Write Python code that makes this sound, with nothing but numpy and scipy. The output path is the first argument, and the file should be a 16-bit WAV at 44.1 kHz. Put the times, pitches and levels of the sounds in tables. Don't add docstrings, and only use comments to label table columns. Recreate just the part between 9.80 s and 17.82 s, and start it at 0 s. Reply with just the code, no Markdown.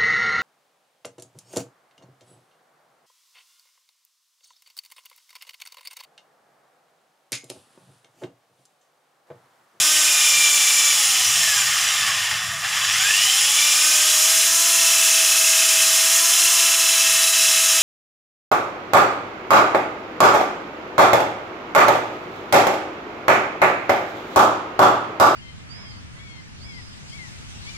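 import sys
import numpy as np
from scipy import signal
from scipy.fft import rfft, irfft
from scipy.io import wavfile
from scipy.ndimage import uniform_filter1d, map_coordinates

SR = 44100
rng = np.random.default_rng(int(sys.argv[2]) if len(sys.argv) > 2 else 0)


def digitize_waveform(pressure):
    field = np.atleast_2d(pressure).T
    bounded = np.clip(field, -1, 1)
    quanta = np.round(bounded * 32767).astype(np.int16)
    wavfile.write(sys.argv[1], SR, quanta)


N = 353682
T = np.arange(N) / SR

# (time [s], rate [Hz])
SHAFT_RATE = [(0, 304), (.13, 310), (.49, 298.3), (.78, 293.4), (1.14, 290.6), (1.27, 269.5), (1.34, 261),
              (1.67, 219.1), (1.94, 177), (2.1, 160), (2.3, 139.3), (2.46, 119.5), (2.61, 95), (2.79, 80.9),
              (2.97, 120.2), (3.08, 146), (3.21, 188.9), (3.37, 234), (3.49, 256.5), (3.64, 276.8),
              (3.86, 295.9), (4.15, 310.5), (4.42, 318.4), (4.86, 336.6), (5.18, 328.9), (5.55, 324.2),
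              (6.17, 325), (6.57, 338.3), (6.9, 331.7), (7.35, 328.2), (8.02, 325.3)]
FAN_LEVELS = [-58.5, -56, -59, -57.5, -58]
# (frequency [Hz], width [Hz], lift [dB])
HOUSING_RESONANCES = [(308, 7.3, 8), (337.6, 20, 6.5), (646.4, 75, 13.5), (798, 154, 16), (1001.6, 28, 12),
                      (1179, 193, 13), (1331, 56, 7), (1537, 33, 7), (1600, 450, 17.5)]
GEARBOX_RESONANCES = [(1130, 130, 10), (1700, 300, 16.5), (2400, 220, 3.5), (2750, 600, 5), (3530, 260, 9),
                      (3930, 120, 6), (5800, 750, 14), (7080, 600, 14.5), (10100, 1900, 13)]
METAL_RESONANCES = [(1720, 67, 2), (1853, 29, 4.5), (2690, 100, 4), (3135, 94, 3), (3575, 130, 5),
                    (5270, 110, -0.5), (6510, 160, 3), (7150, 330, 3.5), (9470, 110, 3.5), (10500, 240, 3)]
# (frequency [Hz], relative level [dB])
CASING_FAST_SPECTRUM = [(60,-65),(200,-48),(290,-21.5),(400,-18.5),(540,-17.5),(620,-14.5),(760,-2.5),(900,-10.5),(1150,-4.5),(1400,-4.5),(1680,-1),(1950,-4.5),(2200,1.5),(2600,-36),(4000,-70)]
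CASING_SLOW_SPECTRUM = [(60,-55),(200,-28),(300,-36),(450,-27.5),(570,-18.5),(650,-17),(800,-8.5),(940,-16.5),(1130,-6),(1380,-9),(1750,-0.5),(2000,-6.5),(2250,-5),(2600,-11),(4000,-70)]
TEETH_SPECTRUM = [(1120, -37.5), (1900, -10.5), (2140, -7), (2340, 1), (2490, 3), (2690, 2.5), (2880, 2.5),
                  (3510, 1), (3990, -3.5), (4340, -6.5), (4700, -1.5), (6110, -6.5), (10300, -120)]
HISS_FAST_SPECTRUM = [(2470, -36.5), (4200, -1.5), (4630, -13), (5110, -1), (6980, 1), (8270, -5),
                      (9800, -0.5), (12300, -10.5), (14700, -11.5), (15500, -14)]
HISS_SLOW_SPECTRUM = [(2470, -38), (4200, -3), (4340, -15), (5230, -0.5), (6120, -2.5), (7170, 0.5),
                      (8130, -5.5), (9960, -4.5), (10900, -6.5), (11900, -13), (14900, -15.5),
                      (15500, -13.5)]
BODY_SPECTRUM = [(25,-42),(45,-30),(62,-9),(80,-1.5),(115,1.5),(135,-1.5),(165,0),(210,-12),(260,-26),(500,-55)]
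# (centre time [s], half length [s], rise [dB])
LOW_THUMPS = [(.03, 0.066, 14), (.56, 0.051, 10), (1.52, 0.13, 6), (4.75, .3, 10), (6.2, .2, 4),
              (7.3, 0.087, 10)]
# (start [s], end [s], rise [dB])
HAND_PRESSES = [(0.246, 1.165, 13), (0.497, 0.72, 5), (3.74, 4.24, 8), (4.88, 6.077, 11), (6.535, 8.1, 10)]
# (centre time [s], half length [s], drop [dB])
HAND_EASINGS = [(.72, 0.024, 3), (4.79, 0.17, 2.5), (5.619, 0.06, 1.5), (6.448, 0.11, 1),
                (6.97, 0.017, 4.5), (7.509, .025, 3.5)]
# (time [s], rise [dB])
VALVE_CATCHES = [(1.622, 3.5), (2.27, 6), (2.5, 7), (2.833, 7), (2.96, 3), (3.04, 2)]

PINION_TEETH, WHEEL_TEETH = 4, 39
BEARING_ORDER, COMMUTATOR_ORDER = 1.305, 36
MAINS_HZ, DRONE_HZ, CUTOFF_HZ = 50, 108.48, 15550
SECOND_DB, THIRD_DB, SIXTH_DB = -45.5, -38.5, -41.5
COMMUTATOR_DB, CASING_DB, TEETH_DB, HISS_DB = -39, -32, -22.5, -15
THUMP_DB, DRONE_DB = -69.3, -75.5


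def undb(db):
    return 10 ** (np.asarray(db) / 20)


def unit(x):
    return x / np.sqrt(np.mean(x ** 2))


def walk(rate):
    return unit(map_coordinates(rng.standard_normal(8192), [T * rate], order=2, mode="wrap"))


def throb(turns, depth):
    return np.exp(depth * np.cos(2 * np.pi * turns)) / np.sqrt(np.i0(2 * depth))


def swells(table):
    return sum(db * np.exp(-((T - centre) / half) ** 2) for centre, half, db in table)


def plateau(start, end, ramp):
    return np.clip(np.minimum(T - start, end - T) / ramp, 0, 1)


def lift_db(hz, modes):
    return sum(lift / (1 + (2 * (hz - centre) / width) ** 2) for centre, width, lift in modes)


def stall_db(hz, knee_hz, steep):
    return -10 * np.log10(1 + (knee_hz / hz) ** steep)


def fading(hz, spread_db):
    ripple = map_coordinates(rng.standard_normal(256), [hz / 5], order=2)
    return unit(undb(spread_db * np.tanh(ripple)))


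def whine(turns, multiple, rough, flutter_hz):
    smear = (walk(flutter_hz) + 1j * walk(flutter_hz)) / np.sqrt(2)
    tone = np.real((1 + rough * smear) * np.exp(2j * np.pi * (multiple * turns + rng.random())))
    return tone * np.sqrt(2 / (1 + rough ** 2))


def grains(rate, spread_db):
    size = undb(spread_db * np.minimum(rng.exponential(size=N), 5)) * rng.choice([-1, 1], N)
    return unit(size * (rng.random(N) < rate / SR))


def colour(x, spectrum):
    hz, db = np.transpose(spectrum)
    bins_hz = np.maximum(np.arange(N // 2 + 1) * SR / N, 1)
    gain_db = np.interp(np.log(bins_hz), np.log(hz), db) + lift_db(bins_hz, METAL_RESONANCES)
    return unit(irfft(rfft(x) * undb(gain_db), N))


def rotor(turns, hz, speed, slow):
    fan = sum(undb(db + lift_db(k * hz, HOUSING_RESONANCES))
              * whine(turns, k, rough=.16 + 1.6 * slow, flutter_hz=35.06)
              for k, db in enumerate(FAN_LEVELS, 1))
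    fan *= undb(6.5 * np.log2(speed) + stall_db(hz, knee_hz=170, steep=4))
    bearing = whine(turns, BEARING_ORDER, rough=.86, flutter_hz=15)
    buzz = sum(fading(hz, spread_db=6) * whine(turns, k, rough=.5, flutter_hz=25) for k in range(15, 32))
    return fan + (undb(-61) * bearing + undb(-27) * unit(buzz)) * speed ** 4


def commutator(turns, hz, speed):
    sag = 1 - speed
    tone = whine(turns, COMMUTATOR_ORDER, rough=.35 + 1.2 * sag, flutter_hz=80) * fading(hz, spread_db=3)
    ring_db = .65 * lift_db(COMMUTATOR_ORDER * hz, GEARBOX_RESONANCES)
    tone_db = COMMUTATOR_DB + ring_db + 5 * sag + stall_db(hz, knee_hz=180, steep=7)
    half_speed = np.exp(-((speed - .45) / .07) ** 2)
    higher = undb(-33) * half_speed * whine(turns, 48, rough=.7, flutter_hz=120)
    return undb(tone_db) * tone + higher


def shaking(speed):
    rise_db = 21 * np.tanh((1 - speed) / .31) + swells(LOW_THUMPS) + 1.3 * walk(7.6)
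    kicks = rng.standard_normal(N) * undb(4 * np.tanh(walk(22)))
    thumps = colour(kicks, BODY_SPECTRUM)
    drone = whine(DRONE_HZ * T, 1, rough=1, flutter_hz=9)
    return undb(THUMP_DB + rise_db) * thumps + undb(DRONE_DB + rise_db) * drone


def gears(turns, hz, strain, power, press_db, lean):
    chuck = turns * PINION_TEETH / WHEEL_TEETH
    mesh = PINION_TEETH * turns + .0085 * np.sin(2 * np.pi * chuck)
    half_waves = 2 * MAINS_HZ * T
    wobble = (.85 + .7 * lean) * (1 - .5 * strain) * np.clip((21 - press_db) / 6, .6, 1)
    second = whine(mesh, 2, rough=.2, flutter_hz=60)
    second *= throb(chuck, wobble) * throb(half_waves, .4 * strain)
    third = whine(mesh, 3, rough=.45 + .3 * strain, flutter_hz=110)
    third *= throb(chuck, .2) * throb(half_waves, .1 + strain)
    sixth = whine(mesh, 6, rough=.45, flutter_hz=90)
    ring_db = {k: lift_db(k * PINION_TEETH * hz, GEARBOX_RESONANCES) for k in (2, 3, 6)}
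    second_db = SECOND_DB + ring_db[2] + press_db + 11 * power
    third_db = THIRD_DB + .9 * ring_db[3] + 24 * power + stall_db(hz, knee_hz=195, steep=6.5)
    third_db -= 7 * lean
    sixth_db = SIXTH_DB + ring_db[6] - 14 * strain + stall_db(hz, knee_hz=120, steep=6)
    harmonics = second * undb(second_db) + third * undb(third_db) + sixth * undb(sixth_db)
    return harmonics * undb(stall_db(hz, knee_hz=109, steep=3.4))


def rattle(turns, hz, slow, power, slack_db, jolt_db):
    chuck = turns * PINION_TEETH / WHEEL_TEETH
    push = throb(2 * MAINS_HZ * T, depth=.03 + .11 * slow) * throb(chuck, depth=.037)
    casing_slow = colour(grains(rate=9000, spread_db=2.5) * push, CASING_SLOW_SPECTRUM)
    casing_fast = colour(grains(rate=9000, spread_db=2.5), CASING_FAST_SPECTRUM)
    casing = np.sqrt(slow) * casing_slow + np.sqrt(1 - slow) * casing_fast
    teeth = colour(grains(rate=9000, spread_db=.5) * push * throb(turns, depth=.13), TEETH_SPECTRUM)
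    casing_db = CASING_DB + 4.1 * slow ** 2 + stall_db(hz, knee_hz=89, steep=5.5) - .5 * slack_db + jolt_db
    teeth_db = TEETH_DB + 3 * power + stall_db(hz, knee_hz=110, steep=6.9) - slack_db + .18 * jolt_db
    return casing * undb(casing_db + .18 * walk(35)) + teeth * undb(teeth_db + .57 * walk(35))


def grinding(turns, hz, speed, contact_db):
    grit = grains(rate=20000, spread_db=2) * throb(turns, depth=.037)
    fast = np.clip((speed - .9) / .081, 0, 1)
    hiss = (1 - fast) * colour(grit, HISS_SLOW_SPECTRUM) + fast * colour(grit, HISS_FAST_SPECTRUM)
    flicker_db = .5 * walk(40) + .22 * walk(11)
    return hiss * undb(HISS_DB + stall_db(hz, knee_hz=284.5, steep=3.22) + contact_db + flicker_db)


def workshop(x, wet_db, t60):
    tail = rng.standard_normal(SR // 2) * np.exp(-np.log(1000) * T[:SR // 2] / t60)
    echo = signal.fftconvolve(x, tail / np.linalg.norm(tail))[:N]
    return (x + undb(wet_db) * echo) / np.hypot(1, undb(wet_db))


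def valve_jolts(attack_s, decay_s):
    return sum(db * np.clip((T - start) / attack_s, 0, 1)
               * np.exp(-np.maximum(T - start - attack_s, 0) / decay_s) for start, db in VALVE_CATCHES)


def scene():
    hz = np.interp(T, *np.transpose(SHAFT_RATE))
    turns, speed = np.cumsum(hz) / SR, hz / hz.max()
    slow = np.clip((.9 - speed) / .38, 0, 1)
    acceleration = uniform_filter1d(np.gradient(hz) * SR, SR // 8)
    strain = np.clip(acceleration / 160, 0, 1)
    power = (strain * speed) ** 2
    press_db = sum(db * plateau(start, end, ramp=.044) for start, end, db in HAND_PRESSES)
    slack_db = swells(HAND_EASINGS)
    jolt_db = valve_jolts(attack_s=.014, decay_s=.01)
    lean = plateau(start=3.87, end=6.8, ramp=.15)
    motor = rotor(turns, hz, speed, slow) + commutator(turns, hz, speed) + shaking(speed)
    mesh = gears(turns, hz, strain, power, press_db - slack_db, lean)
    clatter = rattle(turns, hz, slow, power, slack_db - .022 * press_db, jolt_db)
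    contact_db = .4 * jolt_db - .43 * slack_db - .62 * strain + .77 * lean
    hiss = grinding(turns, hz, speed, contact_db)
    return np.tile(motor + mesh + workshop(clatter + hiss, wet_db=-7, t60=.058), (2, 1))


def record(dry):
    rounded = dry / (1 + (dry / .68) ** 6) ** (1 / 6)
    return signal.sosfilt(signal.ellip(12, .1, 80, CUTOFF_HZ, fs=SR, output="sos"), rounded)


dry = scene()
out = record(dry)
digitize_waveform(out)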